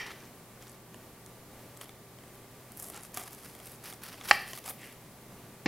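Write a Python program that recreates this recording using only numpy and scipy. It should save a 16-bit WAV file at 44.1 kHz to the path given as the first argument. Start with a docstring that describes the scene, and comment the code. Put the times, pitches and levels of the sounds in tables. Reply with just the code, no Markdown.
"""Knife through a raw cabbage on a wooden board, close by: shaped noise grains crackle as fibres part,
band-passed ticks and short modes are ribs snapping and knocks of the handling hand; board modes ring
under the blade, then a wedge drops. The blade edge drags once along the board.
Sparse decaying echoes make the kitchen; wavering sine lines are refrigerator hum,
coloured noise is air and microphone hiss."""
import sys
import numpy as np
from scipy import signal
from scipy.fft import rfft, irfft
from scipy.io import wavfile
from scipy.ndimage import uniform_filter1d

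SR = 44100
rng = np.random.default_rng(int(sys.argv[2]) if len(sys.argv) > 2 else 0)


def wrap_up_sound(samples):
    """Save the sound to the file named by the first command line argument, as 16-bit audio."""
    columns = np.atleast_2d(samples).T
    # keep every value between -1 and 1, then stretch to whole-number steps
    tamed = np.clip(columns, -1, 1)
    steps = np.round(tamed * 32767).astype(np.int16)
    wavfile.write(sys.argv[1], SR, steps)


def ratio(d):
    """dB to gain"""
    e = np.asarray(d, float) / 20
    return 10 ** e


N = 250311
LEAD_S = 1  # run-in, so that sounds begun before t = 0 still ring

# Blade on board: t/s, board ring peak/dB, last ribs' crack/dB, contact brightness/(dB/octave)
CHOPS = [(-.03, -17, -12.5, 1.5), (4.3109, -0.3, -10, 0.0)]
# Board modes: f/Hz, relative level/dB, decay scale/s (see ring)
BOARD_MODES = [(330, -19, .04), (630, -26, .03), (820, -3, 0.022), (1140, -4.5, 0.015), (1480, -15, 0.018),
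               (1790, -3, 0.013), (1905, 0.5, 0.014), (2080, -3, .013), (2322, -2.5, 0.013),
               (2670, -6, 0.018), (3130, -21, 0.04), (4140, -16.5, 0.016), (4315, -23.5, 0.023),
               (4960, -13, 0.013), (5400, -19, 0.023), (6400, -20, 0.0054), (7110, -17, 0.0075)]
# Modes of the counter under the board: f/Hz, relative level/dB, decay scale/s
WORKTOP_MODES = [(45, 2, 0.07), (85, -7, 0.082)]
# Spectrum of the last ribs cracking: f/Hz, relative density/dB
CRACK_SPECTRUM = [(88, -46), (150, -27), (404, -14), (695, -9), (812, -7), (1550, -5), (2300, -1.5),
                  (3500, -15), (4800, -11), (7500, -24), (15500, -44)]

# Echoes of the kitchen: f/Hz, t60/s, relative level reaching the walls/dB
KITCHEN = [(250, 0.61, 0), (450, .45, 0), (806, 0.4, -5), (1100, .45, -5), (1450, 0.45, -10),
           (1850, .5, -3), (2500, 0.48, -1), (3660, 0.59, -4.5), (5160, 0.45, -1), (7200, 0.21, -2),
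           (12000, 0.23, 5)]
# Air and microphone noise: f/Hz, relative density/dB
AIR_SPECTRUM = [(20, -17.5), (90, -11.5), (180, -7), (385, -12.5), (540, -12.5), (860, -16.5), (1200, -21),
                (2100, -22.5), (3000, -27), (6000, -30), (12000, -27.5), (15700, -30.5)]
AIR_DB, DRIFT_DB, DRIFT_S = -53, 0.7, 0.15  # level, rms level wander, its smoothing window
# Motor hum lines: f/Hz, rms level/dB, line width/Hz
HUM = [(60, -77, 2.3), (121, -61.5, 3.3), (223.5, -68.5, 10.6), (387.3, -65, 10.6), (1165, -70, 11.8)]
# Capsule hiss, opposite in the two channels: f/Hz, relative density/dB
SIDE_HISS_SPECTRUM = [(12, -30), (20, -6), (187, -10.5), (241, -10.5), (388, -12), (558, -11), (897, -15.5),
                      (16000, -13.5)]
SIDE_HISS_DB = -61

# Pushes of blade or hand: t/s, build-up/s, let-go/s, fibre crackle/dB, body squeeze/dB
PUSHES = [ (0.0, .003, .12, -70, -52), (0.05, .02, .22, -64, -55), (0.6, 0.016, 0.15, -62.5, -60),
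          (1.803, 0.0088, 0.04, -54, -54), (2.765, 0.056, .11, -48, -61.5),
          (2.92, 0.023, 0.074, -54.5, -49.5), (3.02, 0.014, 0.039, -51, -57),
          (3.134, 0.04, .11, -48, -49.5), (3.25, .06, .1, -56, -59), (3.38, .06, .2, -55, -60),
          (3.625, 0.034, .1, -54, -61), (3.825, .025, 0.1, -47.5, -52), (4.015, .03, .12, -51, -50),
          (4.169, .04, 0.027, -56.5, -51.5), (4.235, 0.022, 0.033, -46, -47),
          (4.274, .03, 0.0052, -38, -42), (4.312, .01, .16, -49, -52), (4.47, .03, 0.094, -45, -53),
          (4.635, 0.04, 0.03, -48, -52), (4.685, .018, .014, -41, -52), (4.78, 0.073, .08, -55.5, -61)]
BUILD_DB, LET_GO_DB = 9.5, 8.5  # swell to the peak, fade before the stop
JERK_DB, JERK_S = 2.8, 0.0086  # uneven advance: rms, smoothing window
# Density of the cabbage touched: t/s, share (loose leaves 0, heart 1)
DENSITY = [(1.9, 0.8), (2.76, 0.045), (3.3, 0.4), (3.85, 0.84), (4.6, 0.96), (4.68, 0.45)]
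# Loose outer leaves: f/Hz, relative density/dB
LEAF_SPECTRUM = [(1500, -42), (2500, -27), (3500, -21), (5000, -10), (8000, -1.5), (11200, 2.5),
                 (13500, -8), (15700, -13)]
# Dense wet heart: f/Hz, relative density/dB
HEART_SPECTRUM = [(1500, -26), (2500, -7.5), (3500, -15), (4800, -5.5), (7500, -12), (10800, -2.5),
                  (15700, -9.5)]
# Squeezed cabbage body: f/Hz, relative density/dB
BODY_SPECTRUM = [(180, -36), (300, -11), (362, -2.5), (636, -16), (778, 0.5), (1150, 0), (1470, -0.5),
                 (1780, -2), (6000, -12), (7800, -29), (13200, -120)]

# Ribs snapping and knocks of the handling hand: t/s, tick peak/dB, knock peak/dB, tick f/Hz
SNAPS = [(0.0658, -37.5, -54, 7400), (0.1148, -43, -48, 6800), (0.204, -42, -58, 5500),
         (0.254, -46, -58, 6000), (0.6244, -40, -48, 6460), (0.6808, -41, -52, 7200),
         (0.6954, -40, -56, 8000), (0.7178, -42, -56, 9600), (0.944, -37, -37, 8600),
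         (1.2624, -34, -48, 7800), (1.7685, -43, -56, 6000), (1.7725, -37, -46, 9000),
         (1.8124, -32.5, -33, 8000), (1.8155, -35, -40, 12500), (1.8235, -40, -50, 12500),
         (1.842, -39, -48, 8500), (1.857, -50, -44, 6000), (1.886, -43, -58, 10500),
         (1.8932, -42, -37, 7600), (2.187, -48, -43, 7000), (2.237, -50, -44, 7000), (2.28, -43, -48, 7500),
         (2.345, -44, -58, 10500), (2.354, -41, -52, 12000), (2.7199, -33, -62, 10900),
         (2.773, -28, -62, 11200), (2.78, -36, -60, 11000), (2.7955, -33, -56, 11000),
         (2.799, -24.5, -46, 11200), (2.8243, -29, -41, 9700), (2.8278, -30, -48, 11000),
         (2.8435, -32, -46, 8500), (2.8645, -34, -44, 10300), (2.8857, -29, -44, 10100),
         (2.9003, -28, -39, 10200), (2.9451, -34, -40, 7800), (2.963, -33, -45, 8800),
         (2.9758, -33, -37.5, 8600), (3.008, -38, -52, 8000), (3.0185, -40, -56, 12500),
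         (3.0343, -33, -46, 9000), (3.057, -40, -54, 9500), (3.12, -42, -60, 11000),
         (3.1436, -27, -55, 9900), (3.1476, -27, -43, 9600), (3.1728, -18.5, -26.5, 9800),
         (3.1977, -27, -36, 10700), (3.2147, -46, -35, 8700), (3.226, -34, -44, 7000),
         (3.2371, -33, -42, 8200), (3.2778, -39, -54, 9700), (3.308, -40, -56, 11000),
         (3.323, -39, -58, 10700), (3.3312, -34, -53, 11500), (3.3478, -34.5, -52, 9000),
         (3.4345, -38, -46, 8400), (3.488, -40, -56, 10000), (3.551, -34, -41, 10700),
         (3.6012, -39, -40, 10000), (3.6576, -32.5, -50, 11000), (3.669, -33, -46, 11500),
         (3.695, -39, -56, 11000), (3.7186, -36, -57, 12400), (3.748, -39, -56, 10500),
         (3.759, -41, -54, 8000), (3.8425, -34, -44.5, 10200), (3.8773, -36, -40, 11100),
         (3.9263, -35, -34, 7800), (3.9364, -34, -49, 8100), (4.036, -30, -46, 12600),
         (4.1423, -46, -37.5, 6000), (4.2117, -40, -32, 6200), (4.237, -39, -43, 6900),
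         (4.2951, -27, -28, 6400), (4.4787, -35, -47, 9900), (4.5332, -28.5, -29, 6500),
         (4.5754, -32, -34.5, 9100), (4.6608, -32, -38, 8800), (4.6788, -28, -31.5, 12000),
         (4.696, -22, -48, 11200), (4.703, -25.5, -36, 12300), (4.7081, -30, -33.5, 12000),
         (4.872, -42, -50, 10600)]
# Modes of the cabbage head: f/Hz, relative level/dB, decay scale/s
HEAD_MODES = [(450, -13, 0.023), (710, -1, 0.025), (1140, -2.5, 0.021), (2030, 0, 0.0084),
              (3220, 0, 0.0063)]
SMALL_PER_S, SMALL_HZ = 52, 10500  # smaller ribs: rate, mean tick pitch
SMALL_DB, SMALL_SPREAD_DB = 6.5, 2.5  # mean tick level over the crackle gain, spread
SMALL_KNOCK_DB = -15  # mean knock level relative to the tick

# Edge drawn along the board: t/s, build-up/s, let-go/s, level/dB
DRAG = (4.78, .05, .11, -51.5)
# Wedge falling: t/s, thud peak/dB, board ring peak/dB, wet leaf slap/dB
WEDGE_DROP = (5.6588, -18, -21, -33)
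# Wedge modes: f/Hz, relative level/dB, decay scale/s
WEDGE_MODES = [(225, 0, 0.052), (290, 1, 0.045), (468, -6, 0.04), (610, -14, .03), (760, -10, .04)]
EDGE_HZ = 15900  # upper band limit


def evened(x):
    """Scales to rms 1."""
    return x / np.sqrt(np.mean(x ** 2) + 1e-20)


def coloured(x, spectrum):
    """Shapes x by a (Hz, dB) table, interpolated over log frequency, to rms 1."""
    f_hz, db = np.transpose(spectrum)
    hz = np.fft.rfftfreq(len(x), 1 / SR)
    gain = ratio(np.interp(np.log(hz + 1), np.log(f_hz + 1), db))
    return evened(irfft(rfft(x) * gain, len(x)))


def tilted(rows, slope_db):
    """Tilts a (Hz, dB, ..) table by slope_db per octave about 1 kHz."""
    return [(row[0], row[1] + slope_db * np.log2(row[0] / 1000), *row[2:]) for row in rows]


def wavering(rms_db, window_s):
    """Gain wandering as twice-smoothed noise."""
    width = round(window_s * SR)
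    slow = uniform_filter1d(uniform_filter1d(rng.standard_normal(N), width), width)
    return ratio(rms_db * evened(slow))


def add(mix, s, sound):
    """Mixes sound in at s seconds, which may be negative."""
    at = round(s * SR)
    sound = sound[max(-at, 0):]
    part = mix[..., max(at, 0):][..., :sound.shape[-1]]
    part += sound[:part.shape[-1]]


def ring(modes, contact_s, detune=1, damping=0.73, low_hz=150):
    """Modes losing 60 * damping dB per decay scale, short contact onset, little bass; peak 1."""
    t = np.arange(SR // 10) / SR
    x = np.zeros(len(t))
    for hz, db, decay_s in modes:
        x += ratio(db - 60 * damping * t / decay_s) * np.sin(2 * np.pi * hz * detune * t)
    b, a = signal.butter(2, low_hz, "high", fs=SR)
    x = signal.lfilter(b, a, x * (1 - np.exp(-t / contact_s)))
    return x / abs(x).max()


def puff(spectrum, decay_s):
    """Coloured noise burst with exponential decay."""
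    t = np.arange(SR // 10) / SR
    return coloured(rng.standard_normal(len(t)), spectrum) * np.exp(-t / decay_s)


def grains(per_s, spread_db, fill):
    """Sparse clicks, a few large, fraying into noise over a continuous rustle."""
    hit, size = rng.random(N), rng.exponential(1, N)
    fray, rustle = rng.standard_normal(N), rng.standard_normal(N)
    clicks = (hit < per_s / SR) * ratio(spread_db * np.minimum(size, 4))
    envelope = signal.lfilter([1], [1, -0.96], clicks)
    return evened(envelope * fray) + fill * rustle


def stroke(rise_s, fall_s):
    """Gain of one movement: swells to its peak, fades, stops; ends ramped."""
    t = np.arange(0, rise_s + fall_s, 1 / SR)
    db = np.interp(t, [0, rise_s, rise_s + fall_s], [-BUILD_DB, 0, -LET_GO_DB])
    ends = np.clip(np.minimum(t, rise_s + fall_s - t) / 0.0028, 0, 1)
    return ends * ratio(db)


def density(t):
    """Density of the cabbage touched: loose leaves 0, heart 1."""
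    s, share = np.transpose(DENSITY)
    return np.clip(np.interp(t, s, share), 0, 1)


def effort():
    """Gains of fibre crackle and body squeeze over time."""
    fibre, body = np.zeros(N), np.zeros(N)
    for s, rise_s, fall_s, fibre_db, body_db in PUSHES:
        movement = stroke(rise_s, fall_s)
        add(fibre, s, ratio(fibre_db) * movement)
        add(body, s, ratio(body_db) * movement)
    return fibre, body


def chops():
    """Blade impact excites board and counter modes; the last ribs crack as a noise burst."""
    out = np.zeros(N + LEAD_S * SR)
    for s, board_db, crack_db, slope_db in CHOPS:
        at_s = s + LEAD_S
        add(out, at_s, -ratio(board_db) * ring(tilted(BOARD_MODES, slope_db), 0.00024, low_hz=600))
        add(out, at_s, ratio(board_db - 48) * ring(WORKTOP_MODES, 0.0026, low_hz=22.1))
        add(out, at_s, ratio(crack_db) * puff(tilted(CRACK_SPECTRUM, slope_db), 0.0032))
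    return out


def kitchen(x):
    """Sparse random-sign echoes, each band dying at its own rate."""
    taps = np.zeros(SR)
    at = np.arange(400, SR - 20, 20)
    taps[at + rng.integers(0, 20, len(at))] = rng.choice([-1., 1.], len(at))
    hz, t, z = signal.stft(taps, SR, nperseg=256)
    f_hz, t60_s, db = np.transpose(KITCHEN)
    start_db = np.interp(hz, f_hz, db)[:, None]
    fall_db = 60 * t / np.interp(hz, f_hz, t60_s)[:, None]
    tail = signal.istft(z * ratio(start_db - fall_db), SR, nperseg=256)[1]
    return signal.fftconvolve(x, tail / np.linalg.norm(tail))[:len(x)]


def room_tone():
    """Level-drifting air and microphone noise; motor hum lines broadened by phase random walk."""
    t = np.arange(N) / SR
    out = ratio(AIR_DB) * coloured(rng.standard_normal(N), AIR_SPECTRUM)
    out *= wavering(DRIFT_DB, DRIFT_S)
    for hz, db, width_hz in HUM:
        wander = np.cumsum(rng.standard_normal(N)) * np.sqrt(2 * np.pi * abs(width_hz) / SR)
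        out += ratio(db) * np.sqrt(2) * np.sin(2 * np.pi * hz * t + wander)
    return out


def capsule_hiss():
    """Coloured noise for the side signal."""
    return ratio(SIDE_HISS_DB) * coloured(rng.standard_normal(N), SIDE_HISS_SPECTRUM)


def crunch():
    """Many fibres part and the head is squeezed during each push; density sets the colour."""
    fibre, body = effort()
    jerks = wavering(JERK_DB, JERK_S)
    heart = density(np.arange(N) / SR)
    leaf = 1 - heart
    parting = grains(per_s=1100, spread_db=3.0, fill=0.7)
    crackle = leaf * coloured(parting, LEAF_SPECTRUM) + heart * coloured(parting, HEART_SPECTRUM)
    soft_body = coloured(parting, tilted(BODY_SPECTRUM, slope_db=-1.0))
    squeeze = leaf * soft_body + heart * coloured(parting, BODY_SPECTRUM)
    return jerks * (fibre * crackle + body * squeeze)


def small_snaps():
    """Smaller ribs: rows like SNAPS at random times, levels following the crackle gain."""
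    when, size, dull, pitch = rng.random((300, 4)).T
    s = np.cumsum(-np.log(1 - when)) / SMALL_PER_S
    gain = np.interp(s, np.arange(N) / SR, effort()[0], right=0)
    spread_db = -SMALL_SPREAD_DB * (1 + np.log(1 - size))
    tick_db = 20 * np.log10(gain + 1e-9) + SMALL_DB + spread_db
    knock_db = tick_db + 2 * SMALL_KNOCK_DB * dull
    return list(np.transpose([s, tick_db, knock_db, SMALL_HZ * (0.75 + 0.5 * pitch)]))


def snaps():
    """Each snap or hand knock: a ragged band-passed noise tick and a dull knock of the head's modes."""
    out, t = np.zeros(N), np.arange(400) / SR
    decay = np.exp(-t / 0.00035) + 0.22 * np.exp(-t / 0.0025)
    for s, tick_db, knock_db, hz in SNAPS + small_snaps():
        if tick_db < -90:  # no push at this moment
            continue
        band = signal.butter(2, [0.76 * hz, min(1.3 * hz, 0.45 * SR)], "band", fs=SR)
        tick = signal.lfilter(*band, rng.standard_normal(400) * decay)
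        add(out, s, ratio(tick_db) * tick / abs(tick).max())
        sign, detune = rng.choice([-1, 1]), 1 + 0.095 * rng.standard_normal()
        modes = tilted(HEAD_MODES, 8.3 * density(s) - 3.5)  # brighter in the heart
        add(out, s, ratio(knock_db) * sign * ring(modes, 0.00014, detune))
    return out


def drag():
    """Edge friction, as grains, sets the upper board modes humming."""
    s, rise_s, fall_s, db = DRAG
    gain, rub = np.zeros(N), grains(per_s=240, spread_db=3.0, fill=1.4)
    add(gain, s, ratio(db) * stroke(rise_s, fall_s))
    board = ring(BOARD_MODES, 0.00027, damping=2.2, low_hz=2000)
    return gain * evened(signal.fftconvolve(rub, board)[:N])


def wedge_drop():
    """A cut wedge hits the board: longer, softer contact, wedge and board modes, wet slap."""
    out = np.zeros(N + LEAD_S * SR)
    s, thud_db, board_db, slap_db = WEDGE_DROP
    at_s = s + LEAD_S
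    board = ring(tilted(BOARD_MODES, slope_db=1.0), 0.0006, damping=0.4, low_hz=2200)
    add(out, at_s, -ratio(thud_db) * ring(WEDGE_MODES, 0.0025, low_hz=150))
    add(out, at_s, ratio(board_db) * board)
    add(out, at_s, ratio(slap_db) * puff(BODY_SPECTRUM, 0.023))
    return out


def scene():
    """All sources central; only capsule hiss and a trace of room differ left to right."""
    lead = LEAD_S * SR
    sources = chops() + wedge_drop()
    sources[lead:] += crunch() + snaps() + drag()
    mid = (sources + ratio(-9.5) * kitchen(sources))[lead:] + room_tone()
    side = capsule_hiss() + ratio(-69.5) * kitchen(sources)[lead:]
    return np.array([mid + side, mid - side])


def roll_off(x):
    """The treble ends steeply here."""
    return signal.sosfilt(signal.butter(12, 16410, fs=SR, output="sos"), x)


def record(dry):
    """Linear-phase low-pass at EDGE_HZ on the finished mix."""
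    low_pass = signal.firwin(255, EDGE_HZ, window=("kaiser", 8), fs=SR)
    limited = signal.oaconvolve(dry, low_pass[None], "same")
    return roll_off(limited)


dry = scene()
out = record(dry)
wrap_up_sound(out)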